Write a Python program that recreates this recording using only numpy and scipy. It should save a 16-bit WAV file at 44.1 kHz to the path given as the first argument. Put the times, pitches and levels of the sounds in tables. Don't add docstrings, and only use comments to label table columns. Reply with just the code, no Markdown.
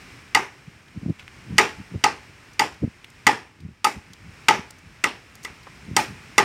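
import sys
import numpy as np
from scipy import signal
from scipy.fft import rfft, irfft
from scipy.io import wavfile
from scipy.ndimage import uniform_filter1d

SR = 44100
rng = np.random.default_rng(int(sys.argv[2]) if len(sys.argv) > 2 else 0)


def to_wav(sig):
    pcm = np.clip(np.atleast_2d(sig), -1, 1) * 32767
    pcm = np.round(pcm).astype(np.int16)
    wavfile.write(sys.argv[1], SR, pcm.T)


N = 284004
TIME_S = np.arange(N) / SR
AGE_S = np.arange(SR // 2) / SR
TILT_FROM_HZ = 4000

# centre in Hz, width in Hz, height in dB.
PORT = [(5350, 830, 5.5), (8730, 620, 4)]


def undb(db):
    return 10 ** (np.asarray(db) / 20)


def unit(x):
    return x / np.sqrt(np.mean(x ** 2))


def add(out, start_s, x):
    i = int(start_s * SR)
    x, i = x[max(-i, 0):], max(i, 0)
    out[i:i + len(x)] += x[:len(out) - i]


def colour(x, points, resonances=()):
    f_hz = np.fft.rfftfreq(len(x), 1 / SR) + 1
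    point_hz, point_db = np.transpose(points)
    curve_db = np.interp(np.log(f_hz), np.log(point_hz), point_db)
    for centre_hz, width_hz, height_db in resonances:
        curve_db = curve_db + height_db / (1 + (2 * (f_hz - centre_hz) / width_hz) ** 2)
    cepstrum = irfft(np.log(unit(undb(curve_db))), len(x))
    cepstrum[1:len(x) // 2] *= 2
    cepstrum[len(x) // 2 + 1:] = 0
    return irfft(rfft(x) * np.exp(rfft(cepstrum)), len(x))


def tilted(points, tilt_db_per_oct):
    return [(hz, db + tilt_db_per_oct * np.log2(max(hz / TILT_FROM_HZ, 1))) for hz, db in points]


def fade(t60_s):
    return undb(-60 * AGE_S / max(t60_s, 1 / SR))


def grains(spread_db, size=20):
    strength = np.repeat(rng.standard_normal(len(AGE_S) // size + 1), size)[:len(AGE_S)]
    return unit(rng.standard_normal(len(AGE_S)) * undb(spread_db * strength))


def walk(rate_hz):
    k = int(SR / rate_hz)
    steps = np.repeat(rng.standard_normal(N // k + 1), k)
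    return unit(uniform_filter1d(steps, k)[:N])


def scattered(typical_db, typical_size, count, spread_db=-1.0, spread_octaves=0.4):
    times_s = (np.arange(count) + rng.random(count)) * N / SR / count
    draws = rng.standard_normal((count, 2))
    return [(s, typical_db + spread_db * a, typical_size * 2 ** (spread_octaves * b))
            for s, (a, b) in zip(times_s, draws)]


def chops():
    # start in seconds, strength in dB, hollow note in dB, middle wall mode in dB,
    # upper wall modes in dB, treble slope in dB per octave, blade ping in dB.
    blows = [(0.348, -0.5, -14.5, -16, -14, 1, 19), (1.582, 3.5, -17.5, -17.5, -14.5, 0, 11.5),
             (2.039, -2, -10.5, -13, -20.5, -1, 10.5), (2.594, -2.5, -10.5, -24, -17, 1.5, 13.5),
             (3.267, 1.5, -13.5, -19.5, -13.5, -0.5, 9), (3.844, -4.5, -9.5, -6.5, -23.5, 5, 20),
             (4.484, 2, -12, -14.5, -16.5, -1.5, 5), (5.039, -5.5, -24, -14.5, -12.5, -0.5, 5),
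             (5.448, -20, -33, -18, -12, 1.5, 5), (5.965, -1, -15, -19, -21.5, 5, 14),
             (6.38, 2, -16.5, -15.5, -14, -1, 10)]
    crack_db, yard_db = -12.5, -8.5
    linger_db, linger_growth_db_per_db = 1, 0.3
    out = np.zeros(N)
    for start_s, strength_db, hollow_db, middle_db, upper_db, tilt_db_per_oct, ping_db in blows:
        split = undb(crack_db) * crack(tilt_db_per_oct, ping_db)
        knock = pole((hollow_db, middle_db, upper_db, upper_db))
        ring = undb(linger_db + linger_growth_db_per_db * strength_db) * bending()
        answer = undb(yard_db) * yard(tilt_db_per_oct)
        add(out, start_s, undb(strength_db) * (split + knock + ring + answer))
    return out


def crack(tilt_db_per_oct, ping_db, split_s=0.0048, first_share=1.07):
    # frequency in Hz, level in dB.
    fibres = [(40, -31.5), (130, -7), (300, 1), (650, -2), (1400, 5), (2100, 5.5), (3300, 3), (4100, -4.5),
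              (6000, -2), (8800, -6.5), (9700, -13), (12500, -14), (16000, -30)]
    # centre in Hz, width in Hz, height in dB.
    blade = [(2780, 330, 5.5), (3580, 170, 5), (5670, 200, 7), (7010, 400, 6.5), (8680, 480, 5.5)]
    ping_hz, ping_width_hz = 4730, 460
    depth = AGE_S / split_s
    bite = (first_share + depth / 2) * np.exp(-depth ** 6)
    snaps = grains(spread_db=3.0) * bite
    crackle = undb(-4.5) * grains(spread_db=4.5) * fade(t60_s=0.098)
    resonances = list(blade) + [(ping_hz, ping_width_hz, ping_db)]
    return colour(snaps + crackle, tilted(fibres, tilt_db_per_oct), resonances)


def pole(levels_db, detune=0.0026):
    # nominal frequency in Hz, level in dB, delay in seconds, swell time in
    # seconds (peak at twice this), round trip in seconds, first and second return in dB.
    modes = [(854.3, 2.5, 0.00362, 0.0021, .0190, 1, -12), (1257, 2, 0.00455, 0.0026, .0146, -10, -17),
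             (1968, 4, 0.001543, 0.0024, 0.014, -10.5, -25.5), (2125, 0.5, .0014, 0.0026, 0.016, -19, -29)]
    out = 0
    for (hz, db, delay_s, swell_s, trip_s, first_db, second_db), blow_db in zip(modes, levels_db):
        hz = hz * (1 + detune * rng.standard_normal())
        for k, return_db in enumerate((0, first_db, second_db)):
            t_s = np.maximum(AGE_S - delay_s - k * trip_s, 0)
            packet = (t_s / (2 * swell_s)) ** 2 * np.exp(2 - t_s / swell_s)
            out = out + undb(blow_db + db + return_db) * packet * np.sin(2 * np.pi * hz * t_s)
    return out


def bending(scatter_db=1.5):
    # frequency in Hz, typical level in dB, t60 in seconds.
    modes = [(119, -41.5, 0.38), (260, -31.5, 0.051), (354, -36.5, 0.17), (395.3, -33, 0.34),
             (439, -29.5, 0.21), (786, -29.5, 0.23), (841, -34.5, 0.31), (860, -44, 0.62), (887, -31, 0.18),
             (1016, -23.5, 0.082), (1202, -24.5, .2), (1261, -26.5, 0.094), (1550, -25, 0.1),
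             (1680, -33.5, 0.082), (1766, -32.5, 0.18), (1956, -30, 0.21), (2275, -29, 0.098),
             (2702, -27.5, 0.11), (2965, -31, 0.11), (3495, -26.5, 0.055), (4613, -26, 0.036),
             (5790, -27, 0.046)]
    gains = undb(scatter_db * rng.standard_normal(len(modes)))
    signs = np.sign(rng.standard_normal(len(modes)))
    out = 0
    for (hz, db, t60_s), share in zip(modes, gains * signs):
        out = out + share * undb(db) * fade(t60_s) * np.sin(2 * np.pi * hz * AGE_S)
    return out


def yard(tilt_db_per_oct, build_s=0.018):
    # frequency in Hz, level in dB.
    spectrum = [(59, -25), (100, -10.5), (283, -1.5), (398, 0), (621, -7), (854, -0.5), (1010, -3),
                (1420, -6), (1910, -3), (2630, -5.5), (3540, -15), (5530, -18), (8640, -27.5),
                (13200, -38.5), (16000, -47.5)]
    decay = undb(-6.5) * fade(t60_s=0.26) + undb(-36.0) * fade(t60_s=0.72)
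    tail = decay * (1 - np.exp(-AGE_S / build_s))
    patches = [(hz, hz / 20, 2.2 * rng.standard_normal()) for hz in np.geomspace(900, 13000, 44)]
    return colour(grains(spread_db=2.5) * tail, tilted(spectrum, tilt_db_per_oct), list(PORT) + patches)


def chips():
    # start in seconds, level in dB, centre in Hz, t60 in seconds.
    clear = [(0.882, -41, 2550, 0.016), (1.186, -32, 2500, 0.12), (1.279, -35, 2750, 0.019),
             (3.042, -35, 2940, 0.03), (3.101, -45.5, 7060, 0.025), (4.133, -35, 4600, 0.022),
             (4.706, -35, 7400, 0.02), (5.353, -37.5, 7440, 0.025), (5.43, -34.5, 6500, 0.066),
             (5.667, -34, 1110, 0.056)]
    litter_db, litter_hz, litter_t60_s = -47, 5000, 0.04
    scrape_s = 0.78
    litter = [(s, db, hz, litter_t60_s) for s, db, hz in scattered(litter_db, litter_hz, count=10)]
    out = np.zeros(N)
    for start_s, db, hz, t60_s in list(clear) + litter:
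        rise = 1 - np.exp(-AGE_S / (t60_s ** 2 / scrape_s))
        rustle = grains(spread_db=5.5) * rise * fade(t60_s)
        band = [(hz / 8, -18), (hz / 2, -7), (hz, 0), (hz * 2, -14), (hz * 12, -45)]
        add(out, start_s, undb(db) * colour(rustle, band))
    return out


def wind(eddies_per_s=420, core=1.8):
    # centre in seconds, level in dB, half length in seconds.
    strong = [(0.684, -36, 0.006), (0.983, -32, 0.016), (1.064, -27, 0.024), (1.102, -21, 0.012),
              (1.528, -30.5, 0.036), (1.805, -35, 0.012), (1.952, -26.5, 0.017), (2.842, -18.5, 0.012),
              (2.88, -27, 0.0038), (3.655, -36.5, 0.041), (3.975, -34, 0.0086), (4.25, -44, 0.042),
              (4.597, -31, 0.007), (5.916, -33.5, 0.04), (6.111, -37.5, 0.021)]
    breeze_db, breeze_half_s = -48.5, 0.02
    full_edge_hz, edge_doubling_db = 329, 48.5
    middle = len(AGE_S) // 2
    middle_s = AGE_S[middle]
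    out = np.zeros(N)
    for centre_s, db, half_s in list(strong) + scattered(breeze_db, breeze_half_s, count=10):
        edge_hz = full_edge_hz * 2 ** (db / edge_doubling_db)
        eddies = rng.standard_normal(len(AGE_S)) * (rng.random(len(AGE_S)) < eddies_per_s / SR)
        eddies[middle] = core
        eddies = eddies * np.exp(-.5 * ((AGE_S - middle_s) / half_s) ** 2)
        band = [(edge_hz / 8, -28), (edge_hz * 0.39, 0), (edge_hz * 0.94, -1),
                (edge_hz * 2, -19), (edge_hz * 4, -44), (8000, -90)]
        puff = unit(colour(eddies, band)) * np.sqrt(half_s / middle_s)
        add(out, centre_s - middle_s - .004, undb(db) * puff)
    return out


def air():
    # time in seconds, level in dB.
    level_points = [(0.0, -47.5), (0.38, -52.5), (0.63, -54), (0.93, -55), (1.61, -49.5), (2.65, -53.5),
                    (2.96, -54.5), (3.32, -53), (3.5, -59.5), (3.87, -61), (4.0, -56), (4.55, -49),
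                    (4.82, -54.5), (6.44, -48)]
    # frequency in Hz, level in dB.
    spectrum = [(15, -34), (25, -5.5), (97, 2.5), (185, -4), (394, -9.5), (560, -15.5), (988, -12.5),
                (2410, -8.5), (3430, -19.5), (5430, -23.5), (7710, -26), (8830, -29.5), (10700, -34),
                (14800, -39.5), (16000, -39.5)]
    gain_db = 3.5
    level_db = gain_db + np.interp(TIME_S, *np.transpose(level_points))
    hiss = colour(rng.standard_normal(N), spectrum, PORT) * undb(level_db + .5 * walk(10))
    restless = rng.standard_normal(N) * undb(3 * walk(12))
    rumble = colour(restless, [(25, -28), (90, 0), (200, -3), (500, -25), (2000, -70)])
    return hiss + undb(-67) * rumble


def scene():
    return (chops() + chips() + wind() + air())[None]


def record(dry):
    bass_hz, ceiling, top_hz = 45, .95, 15800
    thin = signal.sosfilt(signal.butter(3, bass_hz, "high", fs=SR, output="sos"), dry)
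    rounded = thin / (1 + (thin / ceiling) ** 4) ** (1 / 4)
    return signal.sosfilt(signal.ellip(8, .2, 70, top_hz, fs=SR, output="sos"), rounded)


dry = scene()
out = record(dry)
to_wav(out)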